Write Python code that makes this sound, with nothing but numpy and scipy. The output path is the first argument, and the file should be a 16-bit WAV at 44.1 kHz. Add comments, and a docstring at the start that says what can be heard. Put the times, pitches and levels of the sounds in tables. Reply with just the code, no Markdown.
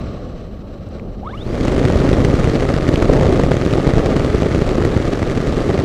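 """Propeller wash buffets a camera microphone on the nose of a model glider: dense one-way pressure spikes,
each crest with a spit of filtered noise, over cosine tones at multiples of the two-blade rate.
Before it, close up: noise-burst clicks as the folding propeller opens, then the electric motor whining up
through the airframe as a sine sweeping across fixed resonances, with a brief buzz and the hiss of the blades.
Behind it all lie the rumble and hiss of the gliding airflow, shaped from noise, and two thin whistles."""
import sys
import numpy as np
from scipy import signal
from scipy.fft import rfft, irfft
from scipy.io import wavfile
from scipy.ndimage import uniform_filter1d

SR = 44100
rng = np.random.default_rng(int(sys.argv[2]) if len(sys.argv) > 2 else 0)


def persist_wave(psi):
    """Save psi, clipped to +-1, as 16-bit WAV."""
    counts = np.round(np.clip(psi, -1, 1) * 32767).astype(np.int16)
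    wavfile.write(sys.argv[1], SR, np.atleast_2d(counts).T)


N = 257544
TIME = np.arange(N) / SR  # seconds

# Strength of the wash at the microphone as the glider banks and climbs.
# Each row: time in seconds, level at full throttle in dB.
WASH_LEVEL = [(1.65, -14.5), (1.85, -12.5), (2.2, -11.5), (2.75, -15.5), (3.15, -10), (3.42, -12),
              (3.62, -15.5), (3.95, -12), (4.2, -14.5), (4.9, -14), (5.2, -17.5), (5.84, -15)]
# Spectrum of the wash's pressure. Each row: frequency in Hz, relative density in dB per Hz.
WASH_PRESSURE_SPECTRUM = [(11, -24), (18, 3.5), (128, -4), (181, -6.5), (392, -4), (572, -10), (975, -25.5),
                          (1100, -23), (1430, -41.5), (2420, -120)]
# Spectrum of the hiss torn loose by the wash. Each row: frequency in Hz, relative density in dB per Hz.
WASH_HISS_SPECTRUM = [(500, -2.5), (950, -10.5), (1200, 4), (1500, -2), (2000, -2.5), (2400, -7),
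                      (3600, -11.5), (4400, -13), (5300, -17), (6000, -17), (7600, -22), (10000, -31),
                      (11500, -38.5), (15000, -45)]
# The hardest eddies that strike the microphone.
# Each row: time in seconds, relative peak in dB, swell of the stream around it in dB (hiss in full, pressure half).
HARD_BUFFETS = [(1.6826, -1.5, 5), (1.7808, -.5, 4), (1.853, 0, 5), (2.1331, -1, 6), (2.2485, 0, 3),
                (2.4453, -1, 3), (2.5542, -2, 6), (2.6232, -3, 5), (2.7412, -3, 4), (2.89, -1, 4),
                (2.9416, -.5, 5), (3.025, -6, 7), (3.1333, 0, 6), (3.2121, -3, 4), (3.3955, -1, 4),
                (3.4374, 0, 3), (3.5183, -1.5, 5), (3.5687, -2, 4), (3.6635, -1, 4), (3.7364, 0, 5),
                (3.8755, -1, 4), (3.9823, 0, 3), (4.2497, -3, 4), (4.3489, -1, 4), (4.4224, -1, 4),
                (4.5489, -1.5, 4), (4.8523, 0, 4), (4.9666, 0, 4), (5.22, -3.5, 3), (5.3772, -6, 5),
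                (5.695, -2, 4)]
# Drone of the two blades. Each row: multiple of the blade rate, level against the wash before levelling in dB.
BLADE_DRONE = [(1, -13), (2, -18), (3, -19.5), (4, -26.5)]
# How the airframe passes the motor on. Each row: frequency in Hz, relative gain in dB.
AIRFRAME_RESONANCES = [(400, -59), (780, -25), (900, -38), (1060, -26), (1230, -23), (1400, -36),
                       (1700, -38), (1900, -53), (2200, -33), (2550, -60), (2850, -39), (3200, -45),
                       (3600, -33), (3900, -49), (4800, -50), (7000, -75)]
# Start-up buzz of the motor. Each row: multiple of the commutation rate, relative level in dB.
BUZZ_PARTIALS = [(1, -4), (3, -15), (4, -7), (5, -15), (6, -10)]
# The motor sings while it pulls hard.
# In order: start in seconds, attack in seconds, end of hold in seconds, release in dB per second.
WHINE_ENVELOPE = (1.21, .025, 1.52, 70)
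# The start-up buzz of the motor comes and goes.
# In order: start in seconds, attack in seconds, end of hold in seconds, release in dB per second.
BUZZ_ENVELOPE = (1.225, .04, 1.352, 380)
# Smooth hiss of the blades themselves. Each row: frequency in Hz, relative density in dB per Hz.
BLADE_HISS_SPECTRUM = [(600, -38), (1200, 7), (4000, -2.5), (8000, -13.5), (11000, -22), (15000, -28.5)]
# The blades knock in their hinges. Each row: time in seconds, peak in dB, centre in Hz, width in Hz.
HINGE_KNOCKS = [(.889, -48, 7300, 2500), (.985, -35, 1700, 1200), (.997, -30, 1900, 1400),
                (2.958, -11, 2900, 2000)]
# Airflow as the gliding airframe slows down.
# Each row: time in seconds, relative rumble level in dB, relative hiss level in dB.
GLIDE_LEVELS = [(0, -25.5, -46.5), (.2, -29, -49.5), (.55, -32, -55.5), (.85, -32, -55.5),
                (1, -28.5, -56.5), (1.2, -30, -57)]
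# Spectrum of the low flutter at the microphone. Each row: frequency in Hz, relative density in dB per Hz.
GLIDE_RUMBLE_SPECTRUM = [(12, -28.5), (20, -4), (38, -1), (86, -4), (119, -7.5), (160, -10), (198, -7.5),
                         (339, -15), (528, -15), (612, -17.5), (1000, -35.5), (1300, -36), (2200, -120)]
# Spectrum of the hiss from the airframe. Each row: frequency in Hz, relative density in dB per Hz.
GLIDE_HISS_SPECTRUM = [(700, -13), (950, -34), (1100, 4.5), (1230, 1), (1500, -6.5), (2400, -12),
                       (3000, -10.5), (3450, -16), (4050, -10), (4700, -18.5), (6000, -19), (6700, -30),
                       (7800, -25), (9500, -45.5)]
# Faint thin whistles in the airflow. Each row: mean frequency in Hz, rms level in dB.
WHISTLE_TONES = [(10900, -84), (13600, -81.5)]

# The shaft speeds up along an S-curve: turns per second at full throttle, moment of half speed, time constant.
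FULL_HZ, HALF_SPEED_S, SPIN_UP_S = 67, 1.375, .0768
# The wash trails the shaft; pressure, hiss and blade hiss grow by so many dB for each dB of shaft speed.
WASH_LAG_S, WASH_GROWTH, HISS_GROWTH, BLADE_GROWTH = 0.052, 2.3, 3.9, 1.18
# The wash hiss: mean level before its fade, share of the wash's swings in dB, start and rate of the fade.
HISS_DB, HISS_SHARE, HISS_FADE_FROM_S, HISS_FADE_DB_PER_S = -30, 0.2, 3.1, 0.67
# Lesser eddies: mean gap, relative peak above the wash, scatter of the peak, swell.
LESSER_GAP_S, LESSER_PEAK_DB, LESSER_SCATTER_DB, LESSER_SWELL_DB = .055, 9, 1.55, 2.5
# Rates up to about which the levels wander.
DRONE_WANDER_HZ, WHINE_WANDER_HZ = 3, 60
# Gains of the motor's two voices, and level of the blade hiss at full throttle.
WHINE_DB, BUZZ_DB, BLADE_DB = -.5, -1.5, -43
# The opening blades swish through the air: moment, width of the bell curve (sigma), rise of the hiss.
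SWISH_S, SWISH_WIDTH_S, SWISH_DB = .94, 0.0274, 6
TOP_HZ = 15300  # the treble is cut above this


def wash(turns, eddy_rate=1700, chop=0.19, spit=0.85, stream_db=-0.6):
    """Small eddies push on the microphone one way only; hiss flares on every pressure crest."""
    pressure_db = curves(WASH_LEVEL)[0]
    fade_db = HISS_FADE_DB_PER_S * np.maximum(TIME - HISS_FADE_FROM_S, 0)
    hiss_db = HISS_DB + HISS_SHARE * (pressure_db - pressure_db.mean()) - fade_db
    blade_phase = 2 * np.pi * 2 * turns  # two blades
    swell_db, push = buffets(HARD_BUFFETS + lesser_buffets(pressure_db))

    gust = undb(1.75 * walk(66)) * (1 + chop * np.cos(blade_phase))
    # sparse one-way impulses, eddy_rate per second on average
    eddies = (rng.random(N) < eddy_rate / SR) * rng.random(N)
    stream = steady(colour((eddies - eddies.mean()) * gust, WASH_PRESSURE_SPECTRUM))

    drone = np.zeros(N)
    for multiple, db in BLADE_DRONE:
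        level = np.sqrt(2) * undb(db + 0.37 * walk(DRONE_WANDER_HZ))
        drone += level * np.cos(round(multiple) * blade_phase)

    # pressure in units of the wash's own strength
    pressure = undb(swell_db / 2 + stream_db) * stream + drone
    pressure += 1.25 * push / undb(pressure_db)
    # the microphone lets slow pressure leak away
    pressure = steady(butter(pressure, 26, "high", order=1))

    # the flow tears loose on the crests, up to a limit
    crest = 1 + 2 * spit * (1 + np.tanh(0.91 * (pressure - 1)))
    flicker_db = 1.66 * walk(81)
    hiss = colour(noise() * crest * undb(flicker_db + swell_db), WASH_HISS_SPECTRUM)
    hiss = steady(butter(hiss, 670, "high"))

    flow = speed(WASH_LAG_S)
    pressure_part = pressure * undb(pressure_db) * flow ** WASH_GROWTH
    hiss_part = hiss * undb(hiss_db) * flow ** HISS_GROWTH
    return pressure_part + hiss_part


def buffets(rows, swell_s=0.006, core_s=0.00041, suction=0.36, suction_s=0.0015, lag_s=0.0037):
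    """Each eddy is a sharp push followed by a shallow suction, and stirs up the stream around it."""
    swell_db, push = np.zeros(N), np.zeros(N)
    sizes = np.exp(0.2 * rng.standard_normal(len(rows)))
    for (s, peak_db, stir_db), size in zip(rows, sizes):
        near = slice(max(int((s - .03) * SR), 0), int((s + .03) * SR))
        age = TIME[near] - s
        # the stirring comes on fast and dies away more slowly
        stir_s = np.where(age < 0, swell_s / 2, swell_s)
        swell_db[near] += stir_db * np.exp(-.5 * (age / stir_s) ** 2)
        core = np.exp(-.5 * (age / (core_s * size)) ** 2)
        trough = np.exp(-.5 * ((age - lag_s) / suction_s) ** 2)
        push[near] += undb(peak_db) * (core - suction * trough)
    return swell_db, push


def lesser_buffets(pressure_db, count=120):
    """Random eddies at uneven gaps, their peaks following the wash: rows like those of HARD_BUFFETS."""
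    place, size = rng.random(count), rng.standard_normal(count)
    times = (np.arange(count) + place) * LESSER_GAP_S
    peaks_db = np.interp(times, TIME, pressure_db) + LESSER_PEAK_DB + LESSER_SCATTER_DB * size
    return [(s, db, LESSER_SWELL_DB) for s, db in zip(times, peaks_db)]


def speed(lag_s=0):
    """Shaft speed as a share of full throttle, lag_s earlier."""
    return 1 / (1 + np.exp((HALF_SPEED_S + lag_s - TIME) / SPIN_UP_S))


def motor(shaft_hz, turns):
    """Fourteen magnets and three phases give 42 tugs a turn; overtones sweep the airframe's resonances."""
    steps = 42
    # the rotor is dragged up to speed in slightly uneven steps
    phase = 2 * np.pi * steps * turns + .13 * walk(150)

    def partial(k):
        """One multiple of the tug rate, as the airframe passes it on."""
        return response(k * steps * shaft_hz, AIRFRAME_RESONANCES) * np.sin(k * phase)

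    whine = partial(2) * undb(1.5 * walk(WHINE_WANDER_HZ))
    # hard commutation edges buzz only during the first moments
    buzz = np.zeros(N)
    for multiple, db in BUZZ_PARTIALS:
        buzz += undb(db + 2 * walk(WHINE_WANDER_HZ)) * partial(round(multiple))
    buzz = butter(buzz, 4000, "low", order=8)
    return whine * envelope(*WHINE_ENVELOPE, WHINE_DB) + buzz * envelope(*BUZZ_ENVELOPE, BUZZ_DB)


def blades():
    """The blades hiss as soon as they turn, before their wash has built up."""
    return colour(noise(), BLADE_HISS_SPECTRUM) * undb(BLADE_DB) * speed() ** BLADE_GROWTH


def hinges(decay_s=0.00073):
    """Blades knocking in their hinges: short decaying noise bursts, each in its own band."""
    out = np.zeros(N)
    for s, db, hz, width_hz in HINGE_KNOCKS:
        age = np.maximum(TIME - s, 0)
        burst = noise() * (age > 0) * np.exp(-age / decay_s)
        click = butter(burst, [max(hz - width_hz / 2, 100), hz + width_hz / 2], "band")
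        out += undb(db) * click / np.abs(click).max()
    return out


def glide():
    """Smooth airflow: a low flutter at the microphone, hiss from the airframe and faint whistles."""
    rumble_db, hiss_db = curves(GLIDE_LEVELS)
    hiss_db = hiss_db + SWISH_DB * np.exp(-.5 * ((TIME - SWISH_S) / SWISH_WIDTH_S) ** 2)
    rumble = steady(colour(noise() * undb(0.85 * walk(35.5)), GLIDE_RUMBLE_SPECTRUM))
    hiss = colour(noise() * undb(1.46 * walk(34)), GLIDE_HISS_SPECTRUM)
    hiss = butter(hiss, 770, "high", order=4)
    hiss = butter(hiss, 14000, "low", order=4)
    floor = undb(-73) * noise()
    return rumble * undb(rumble_db + 2.5) + hiss * undb(hiss_db + 5.5) + floor + whistles()


def whistles():
    """Two thin tones in the airflow that waver together in pitch."""
    waver = np.cumsum(1 + .004 * walk(5) + .002 * walk(200)) / SR
    return sum(undb(db) * np.sqrt(2) * np.cos(2 * np.pi * hz * waver) for hz, db in WHISTLE_TONES)


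def undb(db):
    """Decibels to gain."""
    return 10 ** (np.asarray(db) / 20)


def unit(x):
    """Scale to rms 1."""
    return x / np.sqrt(np.mean(x ** 2))


def curves(table):
    """Each column of a table, joined by straight lines in time."""
    s, *columns = np.transpose(table)
    return [np.interp(TIME, s, c) for c in columns]


def response(hz, points):
    """Gain of a (Hz, dB) spectrum at the given frequencies, straight lines over log frequency."""
    f, db = np.transpose(points)
    return undb(np.interp(np.log(hz + 1e-3), np.log(f), db))


def colour(x, points):
    """Filter a signal by the spectrum of the points; rms 1."""
    return unit(irfft(rfft(x) * response(np.arange(N // 2 + 1) * SR / N, points), N))


def butter(x, hz, kind, order=2):
    """Causal low-pass, high-pass or band-pass."""
    return signal.sosfilt(signal.butter(order, hz, kind, fs=SR, output="sos"), x)


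def noise():
    """White noise."""
    return rng.standard_normal(N)


def walk(hz):
    """Smooth random wander up to about the given rate; rms 1."""
    return unit(irfft(rfft(noise()) / (1 + (np.arange(N // 2 + 1) * SR / N / hz) ** 4), N))


def steady(x, span=0.15):
    """Keep the quick flutter of a signal and hold its slow level near 1; span in seconds."""
    size = int(span * SR)
    power = uniform_filter1d(uniform_filter1d(x ** 2, size), size)
    return x / np.sqrt(power + 1e-12)


def envelope(start_s, attack_s, end_s, release_db_per_s, db):
    """Gain that rises, holds and dies away."""
    rise = np.clip((TIME - start_s) / attack_s, 0, 1)
    return rise * undb(db - release_db_per_s * np.maximum(TIME - end_s, 0))


def scene():
    """Propeller wash, motor, blades, hinges and airflow at the one microphone."""
    shaft_hz = FULL_HZ * speed()
    # the shaft speed wanders slightly
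    turns = np.cumsum(shaft_hz * (1 + 0.00302 * walk(3.55))) / SR
    return (wash(turns) + motor(shaft_hz, turns) + blades() + hinges() + glide())[None]


def record(dry):
    """Peaks beyond full scale are flattened; then the highest treble is cut."""
    clipped = np.clip(dry, -1, 1)
    return signal.sosfilt(signal.ellip(8, .2, 70, TOP_HZ, fs=SR, output="sos"), clipped)


dry = scene()
out = record(dry)
persist_wave(out)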